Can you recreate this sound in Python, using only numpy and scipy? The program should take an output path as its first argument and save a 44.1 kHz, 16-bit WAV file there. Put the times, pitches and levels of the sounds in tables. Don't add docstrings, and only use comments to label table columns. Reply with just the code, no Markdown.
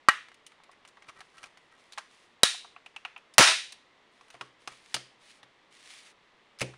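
import sys
import numpy as np
from scipy import signal
from scipy.fft import rfft, irfft, next_fast_len
from scipy.io import wavfile
from scipy.ndimage import map_coordinates

SR = 44100
rng = np.random.default_rng(int(sys.argv[2]) if len(sys.argv) > 2 else 0)


def file_out(sig):
    cols = np.atleast_2d(sig).T
    lim = np.clip(cols, -1, 1)
    pcm = np.round(lim * 32767).astype(np.int16)
    wavfile.write(sys.argv[1], SR, pcm)


N = 298557
BLOW_SAMPLES = 4096

# (f/Hz, level/dB)
HUSH_COLOUR = [(25, -12.5), (60, -16.5), (125, -10.5), (230, -7), (400, -4.5), (750, -6.5), (1100, -4),
               (1500, -9.5), (2000, -4.5), (2400, -10), (3500, -10.5), (5000, -20.5), (9000, -31.5),
               (15000, -48.5)]
# (f/Hz, t/s)
ROOM_DECAY = [(150, 0.34), (600, 0.21), (1300, 0.27), (2700, 0.43), (5000, 0.38), (9000, 0.36),
              (15000, 0.27)]
# (f/Hz, level/dB)
ROOM_TONE_COLOUR = [(100, -22.5), (450, -8), (750, -5), (1400, -1.5), (4000, 0), (6500, 0), (7900, -1),
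                    (9000, -0.5), (10500, -3), (15000, -6.5)]
# (f/Hz, width/Hz, level/dB)
LINGERING_RESONANCES = [(390, 60, 4), (660, 50, -0.5), (1017, 35, -4), (1340, 90, -4), (1690, 58, -4),
                        (1890, 54, -2), (2420, 50, -6), (2630, 67, -12.5), (3720, 130, -4.5),
                        (3950, 50, -3.5), (4707, 50, -5)]
# (f/Hz, level/dB, time to fall by 60 dB t/s)
SHELL_MODES = [(841, -20, 0.093), (1157, 0, 0.019), (1315, 2, 0.038), (1584, -0.5, 0.044), (1900, 1, 0.041),
               (2340, -4.5, 0.032), (2915, -15, 0.14), (3984, -22.5, 0.014), (4070, -22.5, 0.041),
               (4470, -21.5, 0.06)]
# (f/Hz, level/dB)
SHELL_ALL_ROUND_COLOUR = [(650, -18.5), (1150, 0.5), (1800, 0.5), (2500, -7), (3200, -6.5), (5000, -24.5)]
# (f/Hz, level/dB)
CRACK_COLOUR = [(60, -5.5), (300, -6.5), (700, 7), (2500, 5), (6000, 1.5), (7700, -4), (9200, -0.5),
                (11000, -9.5), (15000, -17)]
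# (f/Hz, level/dB)
FLEX_COLOUR = [(40, -15), (140, -8), (320, -3)]
# (t/s, level/dB, bass level/dB, treble level/dB, struck spot f/Hz,
#   spot boost level/dB, shell ring level/dB, room level/dB)
CATCH_SNAPS = [(0.0861, -5, -0.5, -4, 1170, 8, 8, -19), (0.092, -16, -11.5, -7.5, 1880, 7.5, 3.5, -12),
               (2.4332, -6, 11.5, 8.5, 3892, 8.5, -8.5, -10), (3.3816, -2.5, 6, 3.5, 1000, 5, -14.5, -10.5)]
# (t/s, level/dB, treble level/dB, struck spot f/Hz)
CLEAR_TICKS = [(0.2845, -51.5, -8, 2100), (0.317, -51, -13, 1970), (0.343, -55.5, 2.5, 1990),
               (0.4651, -46, 13, 3000), (0.6003, -57, -37, 1010), (0.636, -55.5, 1, 2330),
               (0.692, -50.5, -48, 1090), (0.731, -57, -15, 2000), (0.8504, -49.5, -8, 2400),
               (0.876, -54.5, 7, 7300), (0.9711, -50.5, -25, 1120), (1.023, -51, -10, 1960),
               (1.0871, -44.5, -12, 2700), (1.095, -45, -7, 1180), (1.2058, -44.5, -8, 1180),
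               (1.2135, -48, -18, 1660), (1.3806, -49, 0, 2940), (1.4308, -45, -2, 1210),
               (1.4391, -41, -6, 2470), (1.5731, -52, -2.5, 1960), (1.9228, -47, 8, 3780),
               (1.933, -46.5, 3.5, 4160), (1.9761, -36, -19, 1625), (1.9811, -31.5, -8.5, 1060),
               (3.3386, -51, 14, 4930), (3.7226, -41, 8, 4100), (4.2103, -50.5, -14, 1113),
               (4.3029, -48.5, 1, 2520), (4.3506, -49.5, -13, 958), (4.9425, -25, 4.5, 4780),
               (4.9647, -33.5, -7, 4590), (6.588, -47.5, 8, 5100), (6.5967, -41.5, 8.5, 2140),
               (6.7372, -51, -16, 1450)]
# (f/Hz, level/dB)
TICK_BODY = [(450, -14), (700, 0), (1500, -1), (2800, 1), (5000, -0.5)]
# (start t/s, end t/s)
STRAIN_STRETCHES = [(0.5, 1.1), (4.201, 4.4)]
# (start t/s, strongest t/s, end t/s, level/dB)
FINGER_RUBS = [(0.95, 1.3, 1.7, -70.5), (1.78, 2.15, 2.34, -63.5), (4.12, 4.3, 4.5, -66.5),
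               (4.6, 4.9, 4.96, -58)]
# (f/Hz, level/dB)
RUBBING_COLOUR = [(200, -42), (900, -3), (1500, -0.5), (2000, 7), (4000, 4.5), (7700, -3), (9500, -2),
                  (11000, -10.5), (15000, -20.5)]
# (t/s, length t/s, shell creak level/dB, gritty hiss level/dB)
SEAM_SCRAPES = [(1.059, 0.054, -49, -57), (1.144, 0.1, -51.5, -59.5), (1.311, 0.15, -56.5, -61),
                (1.413, 0.079, -52, -54.5), (1.687, .13, -57.5, -66), (4.322, 0.03, -62, -58),
                (4.693, 0.063, -54, -59)]
# (t/s, level/dB, treble level/dB)
SEAM_NOTCHES = [(2.544, -43.5, -37), (2.6463, -46, -66), (2.763, -43.5, -35), (2.8616, -43, -5.5),
                (2.963, -36, -8), (3.0502, -31, -18), (3.1628, -40, -31), (3.1773, -50, 0)]
# (f/Hz, level/dB)
NOTCH_BODY = [(480, -23), (720, -1), (1050, -1), (1700, -5.5), (2700, 6), (4500, -4)]
# (t/s, level/dB, bass level/dB, treble level/dB, struck spot f/Hz)
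LID_SLAPS = [(3.388, -11, 7, 3.5, 2720), (3.395, -12, 19.5, -6, 960), (3.405, -15, 18, -2.5, 824),
             (3.41, -13, 8.5, -2.5, 1310), (3.4185, -19, 7, -3, 1900), (3.4245, -15, 3, 1.5, 5130),
             (3.4653, -23.5, -3, 0, 3750)]
# (t/s, clack level/dB, treble level/dB, struck spot f/Hz,
#   desk ring level/dB, dull knock level/dB)
TOUCHDOWNS = [(4.3425, -47, -22, 737, -62, -56), (4.4103, -33, -14, 1102, -55.5, -48),
              (4.675, -33, -4.5, 1224, -60, -53), (4.945, -26, 4, 3096, -48, -41),
              (5.43, -48, -11, 3330, -61, -73), (6.6072, -32, 3, 2250, -61, -53),
              (6.615, -25.5, 3, 2520, -32.5, -28.5), (6.626, -34.5, -5, 2230, -53, -64)]
# (f/Hz, level/dB)
KNOCK_COLOUR = [(20, -16), (60, -5), (230, 18.5), (350, 26), (540, 20.5), (820, 10.5), (1600, -33),
                (6000, -56)]
# (f/Hz, level/dB, time to fall by 60 dB t/s)
DESK_MODES = [(69.96, -21, 0.45), (128.4, -0.5, 0.35), (190, -4.5, 0.21), (268, -3, .12), (367, -5.5, 0.18),
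              (460, 2, 0.06)]
# (start t/s, fastest t/s, end t/s, level/dB)
PACK_SLIDES = [(5.2, 5.3, 5.41, -55.5), (5.715, 5.94, 6.12, -49.5)]
# (f/Hz, level/dB)
MICROPHONE_COLOUR = [(10300, -2), (11300, -11.5), (12100, -32), (12900, -10), (14000, -6), (15500, -11.5)]


def amp(db):
    return 10 ** (np.asarray(db) / 20)


def unit(x):
    return x / np.sqrt(np.mean(x ** 2) + 1e-20)


def normed(x):
    return x / np.linalg.norm(x)


def along(points, hz):
    f, v = np.transpose(points)
    return np.interp(np.log(hz + 1), np.log(f + 1), v)


def add(track, s, sound):
    part = track[round(s * SR):][:len(sound)]
    part += sound[:len(part)]


def coloured(x, points):
    m = 2 * next_fast_len(len(x) // 2 + 2048)
    log_gain = np.log(amp(along(points, np.fft.rfftfreq(m, 1 / SR))))
    cepstrum = irfft(log_gain, m)
    cepstrum[1:m // 2] *= 2
    cepstrum[m // 2 + 1:] = 0
    return irfft(rfft(x, m) * np.exp(rfft(cepstrum)), m)[:len(x)]


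def resonance(x, hz, q):
    return signal.lfilter(*signal.iirpeak(hz, q, SR), x)


def room_tone():
    hush_db = -61.5
    return amp(hush_db) * unit(coloured(rng.standard_normal(N), HUSH_COLOUR))


def ringing(modes, t, scatter_db):
    hz, db, t60 = np.transpose(modes)[:, :, None]
    strength_db = db + scatter_db * rng.standard_normal(db.shape)
    tones = amp(strength_db - 60 * t / t60) * np.sin(2 * np.pi * hz * t)
    return np.sum(tones, 0)


def burst(t, t60):
    return rng.standard_normal(len(t)) * amp(-60 * t / t60)


def room():
    noise = rng.standard_normal(int(0.55 * SR))
    hz, t, bands = signal.stft(noise, SR, nperseg=256)
    colour_db = along(ROOM_TONE_COLOUR, hz)[:, None]
    decay_db = -60 * t / along(ROOM_DECAY, hz)[:, None]
    tail = signal.istft(bands * amp(colour_db + decay_db), SR, nperseg=256)[1]
    buildup_s = 0.0074
    tail = tail * (1 - np.exp(-(np.arange(len(tail)) / SR / buildup_s) ** 2))
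    return normed(tail)


def long_tail():
    tail = room()
    lingering = sum(amp(db) * resonance(tail, hz, hz / width) for hz, width, db in LINGERING_RESONANCES)
    return tail + lingering


def short_tail():
    return room()[:SR // 4]


def flexing(bass_db):
    return [(hz, db + bass_db) for hz, db in FLEX_COLOUR] + [(850, 0.0015)]


def blow(db, treble_db, body, spot_hz, spot_db, ring_db, crack_t60, tail, room_db):
    def voiced(x):
        x = coloured(x, [(1300, 0), (10000, treble_db)])
        return x + (amp(spot_db) - 1) * resonance(x, spot_hz, q=8)

    t = np.arange(BLOW_SAMPLES) / SR
    ring = normed(ringing(SHELL_MODES, t, scatter_db=0))
    crack = normed(coloured(burst(t, crack_t60), CRACK_COLOUR))
    direct = voiced(coloured(crack + amp(ring_db) * ring, body))
    room_crack = normed(coloured(tail, CRACK_COLOUR))
    room_ring = normed(coloured(tail, SHELL_ALL_ROUND_COLOUR))
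    sound = amp(room_db) * voiced(room_crack + amp(ring_db) * room_ring)
    add(sound, 0, direct)
    return amp(db) * np.sqrt(0.008 * SR) / np.linalg.norm(direct) * sound


def snaps():
    track = np.zeros(N)
    for s, db, bass_db, treble_db, spot_hz, spot_db, ring_db, room_db in CATCH_SNAPS:
        snap = blow(db, treble_db, flexing(bass_db), spot_hz, spot_db, ring_db,
                    crack_t60=0.024, tail=long_tail(), room_db=room_db)
        add(track, s, snap)
    return track


def tick(db, treble_db, spot_hz):
    thin_db = 0.85 * max(treble_db, 0)
    body = [(hz, level - thin_db * (hz < 1000)) for hz, level in TICK_BODY]
    return blow(db, treble_db, body, spot_hz, spot_db=8.5, ring_db=-10.5,
                crack_t60=0.043, tail=short_tail(), room_db=-15)


def ticks():
    track = np.zeros(N)
    for s, db, treble_db, spot_hz in CLEAR_TICKS:
        add(track, s, tick(db, treble_db, spot_hz))
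    return track


def faint_ticks():
    ticks_per_s, middle_db = 8, -59
    track = np.zeros(N)
    for start, end in STRAIN_STRETCHES:
        length = end - start
        for when, strength, hardness, place in rng.random((round(ticks_per_s * length), 4)):
            db = middle_db + 5 * (strength - 0.5)
            faint = tick(db, treble_db=-15 + 22 * hardness, spot_hz=1000 + 1800 * place)
            add(track, start + when * length, faint)
    return track


def grains(rate, spread_db):
    happens = rng.random(N) < rate / SR
    return unit(happens * rng.standard_normal(N) * amp(spread_db * rng.random(N)))


def wobble(rate):
    knots = rng.standard_normal(int(N * rate / SR) + 4)
    return map_coordinates(knots, [np.arange(N) * rate / SR])


def stroke(rows, swell_db, fade_s):
    t = np.arange(N) / SR
    loudness = np.zeros(N)
    for start, peak, end, db in rows:
        swell = np.interp(t, [start, peak, end], [-swell_db, 0, -swell_db])
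        fade = np.clip(np.minimum(t - start, end - t) / fade_s + 0.5, 0, 1)
        loudness += amp(db + swell) * fade
    return loudness


def finger_rubbing():
    rough = rng.standard_normal(N) + 0.61 * grains(rate=220, spread_db=8.5)
    skin = unit(coloured(rough, RUBBING_COLOUR))
    grip = unit(amp(2.5 * wobble(rate=25)))
    return stroke(FINGER_RUBS, swell_db=5, fade_s=0.033) * grip * skin


def scrapes():
    track = np.zeros(N)
    shell = ringing(SHELL_MODES, np.arange(BLOW_SAMPLES) / SR, scatter_db=1)
    slips = grains(rate=1100, spread_db=11)
    creak = signal.fftconvolve(slips, shell)
    grit = coloured(slips, RUBBING_COLOUR)
    for s, length, creak_db, grit_db in SEAM_SCRAPES:
        drag = np.hanning(int(length * SR))
        part = slice(round(s * SR), round(s * SR) + len(drag))
        mix = amp(creak_db) * unit(creak[part]) + amp(grit_db) * unit(grit[part])
        add(track, s, drag * mix)
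    return track


def notches():
    track = np.zeros(N)
    for s, db, treble_db in SEAM_NOTCHES:
        notch = blow(db, treble_db, NOTCH_BODY, spot_hz=2650, spot_db=8.5, ring_db=-10.5,
                     crack_t60=0.037, tail=short_tail(), room_db=-14)
        add(track, s, notch)
    return track


def slaps():
    first_room_db, room_db_per_s = -4, 202
    track = np.zeros(N)
    for s, db, bass_db, treble_db, spot_hz in LID_SLAPS:
        room_db = first_room_db + room_db_per_s * (s - LID_SLAPS[0][0])
        slap = blow(db, treble_db, flexing(bass_db), spot_hz, spot_db=4.5, ring_db=-15.5,
                    crack_t60=0.036, tail=long_tail(), room_db=room_db)
        add(track, s, slap)
    return track


def landings():
    track = np.zeros(N)
    t = np.arange(SR // 2) / SR
    for s, clack_db, treble_db, spot_hz, desk_db, knock_db in TOUCHDOWNS:
        thump = 1.03 * burst(t, t60=0.023)
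        knock = coloured(thump + amp(25) * room()[:len(t)], KNOCK_COLOUR)
        soft_start = 1 - np.exp(-t / 0.0014)
        boom = ringing(DESK_MODES, t, scatter_db=2) * soft_start
        add(track, s, amp(knock_db) * knock + amp(desk_db) * boom)
        add(track, s, tick(clack_db, treble_db, spot_hz))
    return track


def pack_sliding():
    rough = rng.standard_normal(N) + 0.5 * grains(rate=500, spread_db=10)
    mat = unit(coloured(rough, RUBBING_COLOUR))
    unsteady = amp(1.47 * wobble(rate=42))
    return stroke(PACK_SLIDES, swell_db=10.5, fade_s=0.033) * unsteady * mat


def scene():
    opening = room_tone() + snaps() + ticks() + faint_ticks() + finger_rubbing() + scrapes()
    release = notches() + slaps() + landings() + pack_sliding()
    return (opening + release)[None]


def record(dry):
    ceiling, hardness, top_hz = 0.7, 4, 15700
    x = coloured(dry[0], MICROPHONE_COLOUR)
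    x = x / (1 + abs(x / ceiling) ** hardness) ** (1 / hardness)
    band_limit = signal.ellip(10, 0.1, 80, top_hz, fs=SR, output="sos")
    return signal.sosfilt(band_limit, x)[None]


dry = scene()
out = record(dry)
file_out(out)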